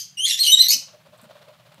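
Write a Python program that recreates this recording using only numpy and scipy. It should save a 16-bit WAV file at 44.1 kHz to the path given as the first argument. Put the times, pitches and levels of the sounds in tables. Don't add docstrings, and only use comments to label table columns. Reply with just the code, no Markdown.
import sys
import numpy as np
from scipy import signal
from scipy.fft import rfft, irfft
from scipy.io import wavfile
from scipy.ndimage import uniform_filter1d, minimum_filter1d

SR = 44100
rng = np.random.default_rng(int(sys.argv[2]) if len(sys.argv) > 2 else 0)


def master(y):
    cut = np.clip(np.atleast_2d(y).T, -1, 1)
    pcm = np.round(cut * 32767)
    wavfile.write(sys.argv[1], SR, pcm.astype(np.int16))


def natural_amplitude(level_db):
    exponent = np.asarray(level_db, float) / 20
    return 10 ** exponent


N = 79380
LEAD = 8820

# frequency_hz, level_db per Hz
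HOUSE_HISS = [(40, -27), (90, -7.5), (170, 5), (290, -14), (1000, -13.5), (3000, -10), (6000, -20),
              (15500, -23)]
RUMBLE_HZ = (122.6, 156.8)
RUMBLE_DB = (-65, -67)
# start_s, level_db, pitch_hz
BUMPS = [
    (0.741, -45, 249),
    (1.084, -53.5, 165.8),
    (1.226, -50.5, 221.6),
    (1.781, -51, 170),
]
# start_s, length_s, level_db
RUSTLES = [
    (1.171, 0.026, -62),
    (1.213, 0.0071, -51),
    (1.215, 0.056, -61),
]
# frequency_hz, level_db
PAPER = [(1200, -15), (2000, -8), (5000, -34), (7500, 8), (9500, 8), (11500, -6.5), (13700, 7),
         (15500, -13.5)]
# frequency_hz, level_db, t60_s
TICK_MODES = [(1726, 0, 0.006), (2800, -6.5, .004), (4140, -2, 0.005), (8050, -1, 0.005), (9350, -2, 0.004),
              (13030, -8, 0.004)]
# start_s, level_db, swish_db (against the puff)
BEATS = [(0.744, -53, 26), (0.808, -51, 10), (0.872, -51, -2), (0.928, -39.5, -21), (0.989, -56, -4),
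         (1.05, -43, -14.5), (1.123, -42.5, -13), (1.183, -47.5, 1), (1.233, -44.5, -13),
         (1.291, -38.5, -14), (1.351, -44.5, -9), (1.409, -42.5, -10), (1.47, -37.5, -17),
         (1.529, -52, -4.5), (1.587, -48.5, -11.5), (1.649, -49.5, -5), (1.71, -50, -1), (1.773, -48, -5)]
# frequency_hz, level_db
SWISH = [(300, -10.5), (700, 4.5), (1200, 6), (2000, -2.5), (4000, -1), (5500, -11), (9000, -19)]

# start_s, pitch_hz, level_db, half_pitch_db (share), roughness (0-1)
EARLIER = [(-.09, 3312, -35.5, 22.5, 0.42), (-.05, 3141, -29, 3, 0.44), (-.02, 3185, -41.5, 13, 0.3)]
RISE = [(0.173, 2894, -36, -45, .1), (0.184, 2800, -27, -45, 0.081), (0.213, 3089, -26.5, -50, .05),
        (0.249, 3231, -17.5, -57, .04), (0.26, 3534, -16.5, -47, .1)]
RASP = [(.251, 3500, -30, -35, .1), (.257, 4150, -26, -30, .3), (.267, 4150, -24, -6, .4),
        (.292, 4150, -24, -6, .5), (.306, 4200, -27, -6, .5), (.311, 3745, -15, -14, .15),
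        (.318, 3600, -24, -10, .4), (.328, 3410, -20, -12, .3), (.358, 3470, -27, -12, .3)]
PEEP = [(0.376, 3520, -33, 0.5, .6), (0.393, 4024, -24.5, -10.5, 0.49), (0.397, 4178, -15, -30, 0.14),
        (0.409, 4290, -15, -49.5, .06), (0.424, 4267, -13.5, -53.5, .05), (0.425, 4173, -26, -50, .05),
        (0.432, 4250, -13.5, -46.5, 0.41), (.446, 4220, -29, -39.5, 0.38), (.472, 4140, -18.5, -38, 0.46)]
LOW = [(0.43, 2950, -27, -45, 0.15), (.437, 2950, -29.5, -45, 0.15), (.441, 3330, -22, -45, 0.14),
       (.45, 3100, -22, -45, .14), (0.465, 3250, -22, -40, 0.3), (0.472, 2940, -16, -45, 0.1),
       (0.497, 2960, -16, -45, 0.1), (.51, 3020, -15, -45, .1), (0.532, 3090, -16, -45, 0.12)]
SHRIEK = [(.521, 3720, -16, -40, .05), (.529, 3797, -5, -40, .01), (.549, 3797, -3, -40, .01),
          (.553, 3800, -26, -20, .25), (.572, 3790, -24, -14, .25), (.575, 3800, -16, -20, .1),
          (.594, 3780, -15, -14, .16), (.602, 4070, -8, -30, .02), (.618, 4075, -5, -30, .02)]
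CROAK = [(0.621, 4060, -17, -20, 0.25), (.63, 4040, -14, -20, 0.3), (.636, 4020, -24, -16, .4),
         (.65, 4000, -20, -16, 0.3), (.655, 4050, -28, -16, .35), (0.664, 4050, -22, -16, 0.25),
         (.676, 4040, -22, -16, .3)]
SCREECH = [(0.683, 4144, -35.5, -9, 0.18), (0.685, 4420, -11, -14.5, 0.08),
           (0.689, 4290, -20.5, -9.5, 0.31), (0.694, 4440, -17, -3.5, 0.39), (0.702, 4366, -22, -0.5, 0.33),
           (0.708, 4390, -10.5, -3, 0.11), (0.719, 4440, -23.5, -7, 0.59)]
LAST = [(0.707, 4850, -17, -11, .25), (0.72, 5100, -19, -11, 0.3), (0.734, 5200, -16, -14, 0.35),
        (.745, 5260, -17, -16, 0.4)]
TWIN = [(0.718, 2930, -34, -26.5, 0.3), (.728, 2960, -31, -26, 0.3), (0.742, 3000, -32, -33, .3)]
HIGH_RASP = [(0.297, 5560, -27, -39, 0.13), (.308, 5590, -28, -39, 0.18), (0.315, 5690, -25, -39.5, .25),
             (0.324, 5700, -34.5, -38, 0.14), (0.359, 5570, -41, -36, 0.34)]
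HIGH_CROAK = [(.619, 5855, -20, -36.5, 0.087), (.632, 5834, -24, -40, .1), (.638, 5750, -33.5, -39, 0.085),
              (.646, 6060, -25.5, -41, 0.12), (.66, 5680, -29, -37.5, .1), (.67, 5580, -37, -37.5, .1)]
CHIRPS = [EARLIER, RISE, RASP, PEEP, LOW, SHRIEK, CROAK, SCREECH, LAST, TWIN]
# partial_1_db, partial_2_db, partial_3_db, partial_4_db
OVERTONES_DB = [
    (0, 10.5, -2.5, 2),
    (0, -10, -13.5, -30.5),
    (0, -11.5, -19, -25.5),
    (0, -13, -21, -31.5),
    (0, -7.5, -13.5, -17),
    (0, -18.5, -27.5, -31),
    (0, -19, -23, -30.5),
    (0, -15, -3, -27.5),
    (0, -21.5, -20.5, -16),
    (0, 13, -2, -1.5),
]
LOWEST_DB = (-16.5, -12, -5, -2.5, -6.5, -9, 0.5, -17.5, 1.5, -5.5)
HIGH_DB = (0, -7, -80, -80)
HIGH_LOWEST_DB = (36.5, 25.5)
UPPER_HALVES_DB = (-16, -18)
# frequency_hz, level_db
BREATH = [(1900, -36), (2700, -8), (4000, 0), (6500, -4), (9000, -10), (12500, -13)]
# frequency_hz, level_db
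BEAK = [(1000, -71.5), (1550, -21), (1800, -0.5), (12800, 7), (13600, -4), (14100, -11), (15600, -9.5)]
# frequency_hz, t60_s
ROOM_T60 = [(1500, 0.21), (2500, .36), (3200, 0.38), (5000, 0.31), (8000, 0.3), (13000, 0.2)]
# delay_s, level_db
ECHOES = [(.0031, -13.5), (.0057, -12.5), (.009, -17), (.0134, -17.5), (.019, -19), (.026, -18)]


def evened(x):
    return x / np.sqrt(np.mean(x ** 2) + 1e-20)


def read(points, hz):
    f, value = np.transpose(points)
    return np.interp(np.log(hz + 1), np.log(f + 1), value)


def noise(points, size=N):
    spectrum = rfft(rng.standard_normal(size))
    return evened(irfft(spectrum * natural_amplitude(read(points, np.fft.rfftfreq(size, 1 / SR))), size))


def drift(seconds, size):
    width = max(int(seconds * SR), 1)
    return evened(uniform_filter1d(uniform_filter1d(rng.standard_normal(size), width), width))


def resonate(x, hz, width):
    turn = np.exp(2j * np.pi * hz * np.arange(len(x)) / SR)
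    r = np.exp(-np.pi * width / SR)
    return 2 * (turn * signal.lfilter([(1 - r) ** 2], [1, -2 * r, r * r], x / turn)).real


def hump(start, length):
    phase = np.clip((np.arange(N) / SR - start) / length, 0, 1)
    return np.sin(np.pi * phase ** .75) ** 2


def house():
    low = sum(natural_amplitude(db) * evened(resonate(rng.standard_normal(N), hz, 25.0))
              for hz, db in zip(RUMBLE_HZ, RUMBLE_DB))
    return natural_amplitude(-61.5) * noise(HOUSE_HISS) + low


def furniture_bumps():
    t = np.arange(N) / SR
    attack_s, t60 = 0.0013, .2
    bumps = 0
    for s, db, hz in BUMPS:
        envelope = natural_amplitude(db - 60 * np.maximum(t - s, 0) / t60) * np.clip((t - s) / attack_s, 0, 1)
        bumps = bumps + envelope * evened(resonate(rng.standard_normal(N), hz, 90.))
    return bumps


def paper_rustles():
    return noise(PAPER) * sum(natural_amplitude(db) * hump(s, length) for s, length, db in RUSTLES)


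def beak_tick():
    tick_s, tick_db = 1.7447, -46
    after = np.maximum(np.arange(N) / SR - tick_s, 0)
    return sum(natural_amplitude(tick_db + db - 60 * after / t60) * np.sin(2 * np.pi * hz * after)
               for hz, db, t60 in TICK_MODES)


def wings():
    early_s, beat_s = 0.003, 0.042
    cup_hz, cup_width_hz, cup_db, swish_db = 603, 108, -8.5, -2
    cup = swish = 0
    for s, db, rel in BEATS:
        down = hump(s - early_s, beat_s)
        up = hump(s - early_s, 2.2 * beat_s)
        cup = cup + natural_amplitude(db + cup_db) * (down + .5 * up)
        swish = swish + natural_amplitude(db + min(rel, -6) + swish_db) * (down + 0.89 * up)
    grain = natural_amplitude(3.5 * np.tanh(drift(.003, N)))
    puffs = cup * evened(resonate(rng.standard_normal(N), cup_hz, cup_width_hz))
    return puffs + swish * grain * noise(SWISH)


def reflections():
    tail_db = -8.5
    taps = np.zeros(SR // 2)
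    at = np.arange(200, len(taps) - 20, 20)
    taps[at + rng.integers(0, 20, len(at))] = rng.choice([-1., 1.], len(at))
    hz, t, z = signal.stft(taps, SR, nperseg=256)
    decay = natural_amplitude(-60 * t / read(ROOM_T60, hz)[:, None])
    tail = signal.istft(z * decay, SR, nperseg=256)[1]
    tail = natural_amplitude(tail_db) * tail / np.linalg.norm(tail)
    for s, db in ECHOES:
        tail[round(s * SR) + rng.integers(0, 12)] += rng.choice([-1., 1.]) * natural_amplitude(db)
    return tail


def room(x):
    head_turn_s = .012
    paths = np.array([drift(head_turn_s, len(x)) for _ in range(3)])
    paths /= np.linalg.norm(paths, axis=0)
    wet = sum(signal.fftconvolve(x * path, reflections()) for path in paths)
    return wet + np.pad(x, (0, len(wet) - len(x)))


def chirp(rows, overtones_db, lowest_db):
    wobble, tremble = .04, 0.0056
    patchy_db, hiss_db, edge_s = 7, 0, .003
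    blur, half_blur = .12, 1.4

    t = (np.arange(SR) - LEAD) / SR
    s, hz, level_db, half_db, rough = np.transpose(rows)
    rough = np.clip(np.interp(t, s, rough), 0, 1)
    half_db = np.interp(t, s, half_db)
    waver = wobble * rough * (drift(.0012, SR) + drift(0.0037, SR)) + tremble * drift(0.0022, SR)
    turn = 2 * np.pi * np.cumsum(np.interp(t, s, hz) * (1 + waver)) / SR

    lines = [(k + 1, db) for k, db in enumerate(overtones_db)]
    lines += [(k + .5, db + half_db) for k, db in enumerate((lowest_db, 0, *UPPER_HALVES_DB))]
    tone = 0
    for k, db in lines:
        level = natural_amplitude(db + patchy_db * np.sqrt(rough) * np.tanh(drift(.004, SR)))
        wander = (blur * abs(k * k - 1) + half_blur * (k % 1)) * drift(.0015, SR)
        tone = tone + level * np.cos(k * turn + k * k + wander)
    tone = tone + natural_amplitude(hiss_db) * rough ** 2 * noise(BREATH, SR)

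    shake = 1 - rough + 1.8 * rough * np.tanh(drift(.0007, SR))
    gate = np.clip(np.minimum(t - s[0], s[-1] - t) / edge_s + 1, 0, 1)
    loudness = uniform_filter1d(gate * natural_amplitude(np.interp(t, s, level_db)), size=89)
    return loudness * shake * tone


def parrot():
    calls = CHIRPS + [HIGH_RASP, HIGH_CROAK]
    overtones = OVERTONES_DB + 2 * [HIGH_DB]
    voice = sum(chirp(*call) for call in zip(calls, overtones, LOWEST_DB + HIGH_LOWEST_DB))
    return irfft(rfft(voice) * natural_amplitude(read(BEAK, np.fft.rfftfreq(SR, 1 / SR))), SR)


def scene():
    bird = np.pad(room(parrot())[LEAD:], (0, N))[:N]
    flaps = wings()
    flutter = .4 * flaps + .4 * room(flaps)[:N]
    near = furniture_bumps() + beak_tick() + paper_rustles()
    return (bird + flutter + near + house())[None]


def top_cut(x):
    return signal.sosfilt(signal.butter(12, 15690, fs=SR, output="sos"), x)


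def record(dry):
    edge_hz, mic_low_hz = 15750, 59.6
    ceiling, hold = .95, 301
    low_pass = signal.firwin(511, edge_hz, window=("kaiser", 9), fs=SR)
    x = signal.oaconvolve(dry, low_pass[None], "same")
    x = signal.sosfilt(signal.butter(2, mic_low_hz, "high", fs=SR, output="sos"), x)
    gain = minimum_filter1d(np.minimum(ceiling / (abs(x) + 1e-9), 1), hold)
    mix = x * uniform_filter1d(gain, hold // 2)
    return top_cut(mix)


dry = scene()
out = record(dry)
master(out)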